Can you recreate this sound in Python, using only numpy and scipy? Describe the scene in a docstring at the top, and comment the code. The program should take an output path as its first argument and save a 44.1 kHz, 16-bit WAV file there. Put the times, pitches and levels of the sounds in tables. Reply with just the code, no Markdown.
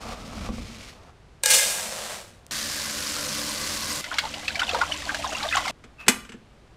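"""A small kitchen: rice is prepared in five close scenes, joined by abrupt cuts.
A cup digs through dry rice in a plastic bin. The grains rattle into a metal pot and muffle its
ring as they cover the bottom. A tap sprays onto the rice and drums on pot and sink. A hand swishes
the rice, trapping air that rings as bubbles. The lever of a rice cooker creaks and snaps down."""
import sys
import numpy as np
from scipy import signal
from scipy.fft import rfft, irfft
from scipy.io import wavfile
from scipy.ndimage import uniform_filter1d

SR = 44100
rng = np.random.default_rng(int(sys.argv[2]) if len(sys.argv) > 2 else 0)


def put_to_file(sound):
    """Save the sound as 16-bit audio at rate SR, in the file named by the first command-line argument."""
    columns = np.atleast_2d(sound).T  # one column per channel
    safe = np.clip(columns, -1, 1)
    whole_steps = np.round(safe * 32767)
    wavfile.write(sys.argv[1], SR, whole_steps.astype(np.int16))


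N = 298267
T = np.arange(N) / SR
RING_S = T[:SR // 2]  # time axis of one impact
SCOOP_END_S, POUR_S, TAP_ON_S, STIR_S, COOKER_S = 1.115, 1.428, 2.510, 4.012, 5.711


def amp(db):
    """Decibels to gain."""
    return 10 ** (np.asarray(db) / 20)


def unit(x):
    """Scale to rms 1."""
    return x / np.sqrt(np.mean(x ** 2) + 1e-18)


def peak(x):
    """Scale the loudest 3 ms to rms 1."""
    return x / np.sqrt(uniform_filter1d(x ** 2, size=132).max() + 1e-18)


def between(start_s, end_s):
    """Gate: 1 inside the span, 0 outside."""
    return uniform_filter1d(1. * ((T >= start_s) & (T < end_s)), size=64)


def progress(start_s, length_s):
    """Linear ramp from 0 to 1."""
    return np.clip((T - start_s) / length_s, 0, 1)


def swell(start_s, attack_s, hold_s, fall_db_per_s):
    """Gain that rises, then decays from hold_s after its start."""
    return progress(start_s, attack_s) * amp(-fall_db_per_s * np.clip(T - start_s - hold_s, 0, 2))


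def surges(rate_hz, depth_db):
    """Randomly wandering gain, rms 1."""
    steps = rng.standard_normal(2000)
    return unit(amp(depth_db * np.interp(T * rate_hz, np.arange(len(steps)), steps)))


def add(out, start_s, x):
    """Mix x into out."""
    i = int(start_s * SR)
    out[i:i + len(x)] += x[:max(len(out) - i, 0)]


def through(x, response):
    """Convolve, keeping the length of x."""
    return signal.fftconvolve(x, response)[:len(x)]


def colour(x, points, size=4096):
    """Minimum-phase filter. Each point: frequency in Hz, gain in dB."""
    hz, db = np.transpose(points)
    bins_hz = np.maximum(np.arange(size // 2 + 1) * SR / size, 1)
    gain = amp(np.interp(np.log(bins_hz), np.log(hz), db))
    cepstrum = irfft(np.log(gain))
    cepstrum[1:size // 2] *= 2
    cepstrum[size // 2 + 1:] = 0
    return through(x, irfft(np.exp(rfft(cepstrum))))


def body(modes):
    """Impulse response of damped modes, energy 1."""
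    response = sum((-1) ** k * amp(db - 60 * RING_S / t60_s) * np.sin(2 * np.pi * hz * RING_S)
                   for k, (hz, db, t60_s) in enumerate(modes))
    return response / np.linalg.norm(response)


def patter(rate_hz, spread_db):
    """Tiny impacts of random time and size, rms 1."""
    hits = (rng.random(N) < rate_hz / SR) * rng.choice([-1, 1], N)
    return unit(hits * amp(spread_db * np.clip(rng.standard_normal(N), -2.5, 2.5)))


def burst(t60_s):
    """Decaying noise."""
    return rng.standard_normal(len(RING_S)) * amp(-60 * RING_S / t60_s)


def bubble(hz, cycles, glide):
    """A ringing bubble, rising in pitch as it nears the surface."""
    age = np.linspace(0, 1, int(SR * cycles / hz) + 2)
    tone = np.sin(2 * np.pi * cycles * (age + glide * age ** 2 / 2))
    return tone * np.exp(-np.log(300) * age) * (1 - np.exp(-2 * cycles * age))


def fizz(low_hz, high_hz, cycles, spread_db, count):
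    """Bubbles of random time and size, rms 1."""
    out = np.zeros(N)
    for when, pitch, life, loud in rng.random((count, 4)):
        hz = low_hz * (high_hz / low_hz) ** pitch
        add(out, when * N / SR, amp(spread_db * loud ** 2) * bubble(hz, cycles * (.5 + life), .12))
    return unit(out)


def background():
    """Quiet, steady room rumble."""
    # Each row: frequency in Hz, gain in dB.
    room_colour = [(22, -9), (50, -1.5), (108, -6.5), (260, -14.5), (490, -17), (1500, -24.5), (4040, -32),
                   (9460, -43), (15500, -61)]
    return amp(-52) * unit(colour(rng.standard_normal(N), room_colour))


def scoop():
    """Grains crunch past the cup's rim; the cup rubs and knocks, and the plastic bin rumbles."""
    # Two digs, the lift, a last slide. Each row: start in seconds, length in seconds, then
    # growth of the push, crunch, rumble and rubbing, all in dB.
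    strokes = [(0, .13, 2.5, -42, -40, -37.5), (0.168, 0.3, 7.5, -43, -35, -41),
               (0.518, 0.38, -1, -47, -49.5, -52.5), (0.921, 0.16, 6, -61, -56, -52.5)]
    # Cup against bin. Each row: start in seconds, level in dB.
    knocks = [(0.489, -25.5), (0.503, -38), (0.582, -32)]
    # Each row: frequency in Hz, level in dB, T60 in seconds.
    bin_modes = [(47.4, 8.5, 0.25), (134, -12, .15), (213, 3, 0.17), (243, 0, 0.13), (326, -8, 0.086),
                 (510, 7.5, 0.043), (735, 2, 0.026), (1140, 7, 0.029)]
    # Each row of these three: frequency in Hz, gain in dB.
    crunch_colour = [(700, -26), (1300, -9.5), (2400, -1), (3000, -4.5), (5300, -5.5), (9300, -15.5),
                     (15500, -30)]
    bin_colour = [(22, -17.5), (48, 3), (90, -4), (150, -11), (220, -2.5), (320, -15), (500, -27.5),
                  (3000, -78)]
    rub_colour = [(250, -20), (480, -0.5), (600, 0), (730, 0), (950, -5), (1200, -1), (1800, -17),
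                  (9000, -60.5)]
    out, crunch, rumble, rub = np.zeros((4, N))
    for start_s, length_s, growth_db, crunch_db, rumble_db, rub_db in strokes:
        push = swell(start_s, attack_s=.02, hold_s=length_s, fall_db_per_s=251.5)
        push *= amp(growth_db * (progress(start_s, length_s) - 1))  # deeper takes more force
        crunch += amp(crunch_db) * push
        rumble += amp(rumble_db) * push
        rub += amp(rub_db) * push
    for start_s, db in knocks:
        add(out, start_s, amp(db) * peak(body(bin_modes)))
        shudder = amp(db - 6.5) * swell(start_s, attack_s=.01, hold_s=0, fall_db_per_s=82)
        rumble = np.hypot(rumble, shudder)
    slides = surges(rate_hz=90, depth_db=1.3)  # the rice jams and gives way
    out += crunch * slides * unit(colour(patter(4000, 2.4), crunch_colour))
    out += rumble * unit(colour(patter(900, 3.3), bin_colour))
    out += rub * slides * unit(colour(patter(1500, 2.3), rub_colour))
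    return out * between(0, SCOOP_END_S)


def pour():
    """Grains strike bare metal and ring the pot; the growing heap deadens the bottom."""
    # Clumps hit the empty pot. Each row: start in seconds, level in dB, scatter in seconds.
    clumps = [(1.435, -16.5, .0013), (1.458, -13, .0015), (1.501, -14, 0.0083), (1.533, -15.5, 0.0088)]
    # Each row: frequency in Hz, level in dB.
    pot_modes = [(861, -9), (1631, 2.5), (1690, -6), (2083, -4), (2170, -2), (2410, 1), (2903, -1),
                 (3666, -7), (3688, -4), (4352, -5), (4375, 0), (4920, -9), (5372, -4), (5744, -2),
                 (6175, 2), (6941, -4), (7642, -7), (8249, -4), (8364, -9)]
    # Grains on metal, grains on grains. Each row: frequency in Hz, gain in dB.
    metal_colour = [(240, -64), (400, -36), (503, 0.5), (715, -15.5), (1280, -15), (1630, -12), (2550, -8),
                    (4000, -6.5), (8280, -2), (15500, -18)]
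    heap_colour = [(100, -21.5), (221, -4), (258, -23.5), (376, -9), (437, -14.5), (518, 1), (930, -6.5),
                   (2480, -9.5), (8310, -11), (15500, -28)]
    cover_after_s, cover_db_per_s, pot_t60_s = .15, 61, .23
    stray_db, jolt_db, faint_tick_s = -33.5, 22.5, 2.466
    flow = swell(POUR_S, attack_s=.094, hold_s=.71, fall_db_per_s=118) * between(POUR_S, TAP_ON_S)
    bare = amp(-cover_db_per_s * np.maximum(T - POUR_S - cover_after_s, 0))
    # Stray grains still bounce to the bare wall.
    on_metal = amp(-19.5) * flow * np.hypot(bare, amp(stray_db)) * patter(5000, 2.7)
    for start_s, db, scatter_s in clumps:
        age = RING_S / scatter_s
        rattle = rng.standard_normal(len(RING_S)) * age * np.exp(-age)
        add(on_metal, start_s, amp(db) * peak(rattle))
    on_wall = on_metal * bare ** .65
    for start_s, db, _ in clumps:
        add(on_wall, start_s, [amp(db + jolt_db)])
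    add(on_metal, faint_tick_s, [amp(-23)])  # a faint, bright tick just before the tap starts
    on_heap = amp(-34.5) * flow * unit(colour(patter(4500, 4.6), heap_colour))
    tick = colour(1. * (RING_S == 0), metal_colour)
    ring = body([(hz, db, pot_t60_s) for hz, db in pot_modes])
    return through(on_metal, tick / np.linalg.norm(tick)) + amp(-4.5) * through(on_wall, ring) + on_heap


def tap():
    """Jets patter on wet rice and whip up froth; the air in the pot rings lower as it fills."""
    # Each row: frequency in Hz, gain in dB.
    spray_colour = [(410, -13.5), (700, -9), (931, -8.5), (1100, -3), (1360, -6), (1500, -2), (2050, -4.5),
                    (2690, -4), (3920, -3.5), (4640, -.5), (7000, -4.5), (11200, -11), (15500, -20.5)]
    empty_hz, filled_hz, fill_s = 1890, 1080, .99
    drops = unit(colour(patter(6000, 5), spray_colour))
    froth = fizz(3650, 9300, cycles=30, spread_db=24, count=4000)
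    hollow_hz = empty_hz + (filled_hz - empty_hz) * progress(TAP_ON_S, fill_s)
    band = signal.sosfilt(signal.butter(2, 110, fs=SR, output="sos"), rng.standard_normal((2, N)))
    carrier = np.exp(2j * np.pi * np.cumsum(hollow_hz) / SR)
    hollow = unit(np.real((band[0] + 1j * band[1]) * carrier))
    return (amp(-31.5) * (drops + amp(-8) * froth) + amp(-45.5) * hollow) * between(TAP_ON_S, STIR_S)


def sink():
    """Water drums on pot and sink, builds, dips as the hand goes in and returns more softly."""
    # Each row: frequency in Hz, level in dB, T60 in seconds.
    sink_modes = [(60, -6, 0.066), (88.4, -4.5, 0.11), (150, -11.5, 0.3), (219.7, -8, 0.35),
                  (291.3, -5.5, 0.21), (371.6, -6, 0.055), (507, -4, 0.08), (585.6, -1.5, 0.097),
                  (1074, -1.5, 0.026), (1540, -8, .06), (2022, 0, 0.041)]
    build_s, return_s = .82, .24
    filling = amp(-44 + 5 * progress(TAP_ON_S, build_s)) * between(TAP_ON_S, STIR_S)
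    stirring = amp(-56 + 12 * progress(STIR_S, return_s)) * between(STIR_S, COOKER_S)
    return (filling + stirring) * unit(through(patter(3000, 3.1), body(sink_modes)))


def swish():
    """A hand churns wet rice harder and harder, trapping air that gurgles in the pot."""
    # Air pockets closed by the fingers. Each row: start in seconds, level in dB,
    # bubble pitch in Hz, relative spray level in dB.
    sloshes = [(4.041, -30, 1995, -2), (4.063, -34.5, 1970, -16), (4.114, -25, 1436, -30),
               (4.122, -30, 1040, -18), (4.14, -35, 880, 5.5), (4.184, -18.5, 2140, 0),
               (4.237, -29.5, 872, -18), (4.253, -26.5, 886, -8), (4.340, -30.5, 2870, -2.5),
               (4.48, -19.5, 2544, -5), (4.555, -24.5, 2260, -6.5), (4.594, -21, 2960, -5),
               (4.617, -18.5, 1435, -18), (4.633, -25, 3500, -17), (4.679, -30, 2900, -13),
               (4.691, -23, 2590, -4.5), (4.732, -27, 510, -2.5), (4.746, -20, 917, -8),
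               (4.761, -27, 512, -12), (4.787, -27.5, 683, -5), (4.814, -14, 1410, -15),
               (4.92, -20.5, 2930, -14), (5.092, -20.5, 1545, -22), (5.145, -26.5, 1620, 0.5),
               (5.243, -23, 1020, -10), (5.327, -29.5, 635, -3), (5.35, -25.5, 2690, -21),
               (5.429, -29.5, 3850, 1.5), (5.448, -28.5, 705, -6), (5.487, -26.5, 3560, -15),
               (5.525, -20, 2500, -28), (5.533, -22, 1980, -25), (5.548, -24, 1360, -5),
               (5.569, -17, 1090, -6.5), (5.678, -24.5, 2050, -4)]
    # Each row: frequency in Hz, gain in dB.
    wash_colour = [(25, -1), (70, 13), (160, -22), (300, -2), (390, -33), (640, -19), (1870, -1.5),
                   (3020, 2.5), (7620, -5), (12300, -18.5), (15500, -27)]
    agitation_db, agitation_s = 18, .031
    churn_db_per_s, air_db_per_s = 3.4, 8
    pockets, agitation = np.zeros(N), np.ones(N)
    for start_s, db, hz, spray_db in sloshes:
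        add(pockets, start_s, amp(db) * slosh(hz, spray_db))
        # Each pocket stirs up small bubbles.
        agitation += amp(db + agitation_db) * np.exp(-((T - start_s) / agitation_s) ** 2)
    stirred_s = np.clip(T - STIR_S, 0, COOKER_S - STIR_S)
    churn = amp(-42 + churn_db_per_s * stirred_s)
    air = amp(-48.5 + air_db_per_s * stirred_s)
    wash = unit(colour(patter(3500, 3.1), wash_colour))
    gurgle = fizz(606.3, 3460, cycles=41, spread_db=12.4, count=2400)
    droplets = fizz(2560, 7270, cycles=34, spread_db=25, count=1000)
    water = churn * (wash + amp(-8) * agitation * droplets) + air * agitation * gurgle
    return (pockets + surges(rate_hz=55, depth_db=.86) * water) * between(STIR_S, COOKER_S)


def slosh(hz, spray_db):
    """An air pocket collapses: one main bubble, a scatter of others, a wake and a spit of spray."""
    # Each row: frequency in Hz, gain in dB.
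    spit_colour = [(500, -17), (1500, 4), (4500, 5.5), (8000, -8.5), (15000, -24.5)]
    scatter_s, wake_s, collapse_s = .026, .06, .00071
    lowest_hz = 500  # shallow water holds no larger bubble
    bubbles = np.zeros(len(RING_S))
    add(bubbles, 0, bubble(hz, cycles=44 * np.sqrt(hz / 1000), glide=.12))
    for late, pitch, soft in rng.random((12, 3)):
        scatter_hz = max(hz * 2 ** (1.6 * pitch - .7), lowest_hz)
        add(bubbles, scatter_s * late ** 2, amp(-8 - 16 * soft) * bubble(scatter_hz, 26, .25))
    for late, pitch in rng.random((8, 2)):
        wake_hz = max(hz * 2 ** (1.5 * pitch - .6), lowest_hz)
        add(bubbles, wake_s * late, amp(-14.5 - 15 * late) * bubble(wake_hz, 30, .15))
    spray = colour(burst(t60_s=.062), spit_colour)
    onset = 1 - np.exp(-RING_S / collapse_s)
    return peak(bubbles * onset) + amp(spray_db) * peak(spray * onset)


def cooker():
    """The lever's spring creaks, the latch snaps and chatters, and the hollow housing thumps."""
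    # Each row: start in seconds, level in dB, relative thump level in dB.
    contacts = [(5.839, -44, -2), (6.065, -39.5, 4), (6.082, -7, -11.5), (6.249, -45, -6),
                (6.292, -40, -1.5), (6.32, -39.5, -10.5), (6.338, -50.5, 13.5)]
    # Each row of both: frequency in Hz, gain in dB.
    lever_colour = [(90, -40.5), (180, -20), (300, -4), (700, -12), (1440, -2.5), (2880, -5), (3900, -9),
                    (6250, -5), (7750, -2.5), (12500, -12.5), (15500, -25.5)]
    scrape_colour = [(300, -13.5), (1200, 4.5), (5000, -11.5), (15000, -27)]
    # Each row of both: frequency in Hz, level in dB, T60 in seconds.
    latch_modes = [(668, -12, .12), (1190, -16, .33), (1450, 0, .07), (1804, 0, .06), (2036, 0, .08),
                   (2498, 1, .06), (2918, 0, .06), (3400, -7, .12), (6267, -1, .05), (7168, -1, .05),
                   (7725, 1, .05)]
    housing_modes = [(215, 0, .1), (255, -5, .14), (345, -8, .06), (459, -5, .07)]
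    load = swell(start_s=5.98, attack_s=.028, hold_s=.028, fall_db_per_s=269.5)
    squeak_hz = 2623 + 70 * unit(uniform_filter1d(rng.standard_normal(N), size=150))
    squeak = np.sin(2 * np.pi * np.cumsum(squeak_hz) / SR)
    scrape = unit(colour(patter(1500, 2), scrape_colour))
    out = load * (amp(-37) * squeak + amp(-45.5) * scrape)
    for start_s, db, thump_db in contacts:
        snap = colour(burst(t60_s=.075), lever_colour)
        snap = colour(snap, [(3000, .0015), (15000, .62 * db)])  # gentle contacts are duller
        add(out, start_s, amp(db) * peak(snap))
        # The lever hits its stop just after the latch lets go.
        add(out, start_s + .0025, amp(db - 7.5) * peak(body(latch_modes)))
        add(out, start_s + .00493, amp(db + thump_db) * peak(body(housing_modes)))
    return out


def kitchen(x, wet_db, low_t60_s, high_t60_s):
    """Tiled walls add a short tail, with separate decays for lows and treble."""
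    low = signal.sosfilt(signal.butter(2, 4000, fs=SR, output="sos"), burst(low_t60_s))
    high = np.diff(burst(high_t60_s), prepend=0) / 2
    onset = 1 - np.exp(-(RING_S / .0076) ** 2)
    tail = (low + amp(2) * high) * onset
    return x + amp(wet_db) * through(x, tail / np.linalg.norm(tail))


def scene():
    """Dry rice, water and cooker over the room's background, in mono."""
    room = background()
    rice = kitchen(scoop() + pour(), wet_db=-12.5, low_t60_s=.53, high_t60_s=.36)
    water = kitchen(tap() + sink() + swish(), wet_db=-11, low_t60_s=.16, high_t60_s=.46)
    lever = kitchen(cooker(), wet_db=-12, low_t60_s=.36, high_t60_s=.3)
    return (room + rice + water * between(0, COOKER_S) + lever)[None]


def record(dry):
    """The microphone clips at full scale and cuts the top treble."""
    top_hz = 15400
    return signal.sosfilt(signal.ellip(8, .2, 70, top_hz, fs=SR, output="sos"), np.clip(dry, -1, 1))


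dry = scene()
out = record(dry)
put_to_file(out)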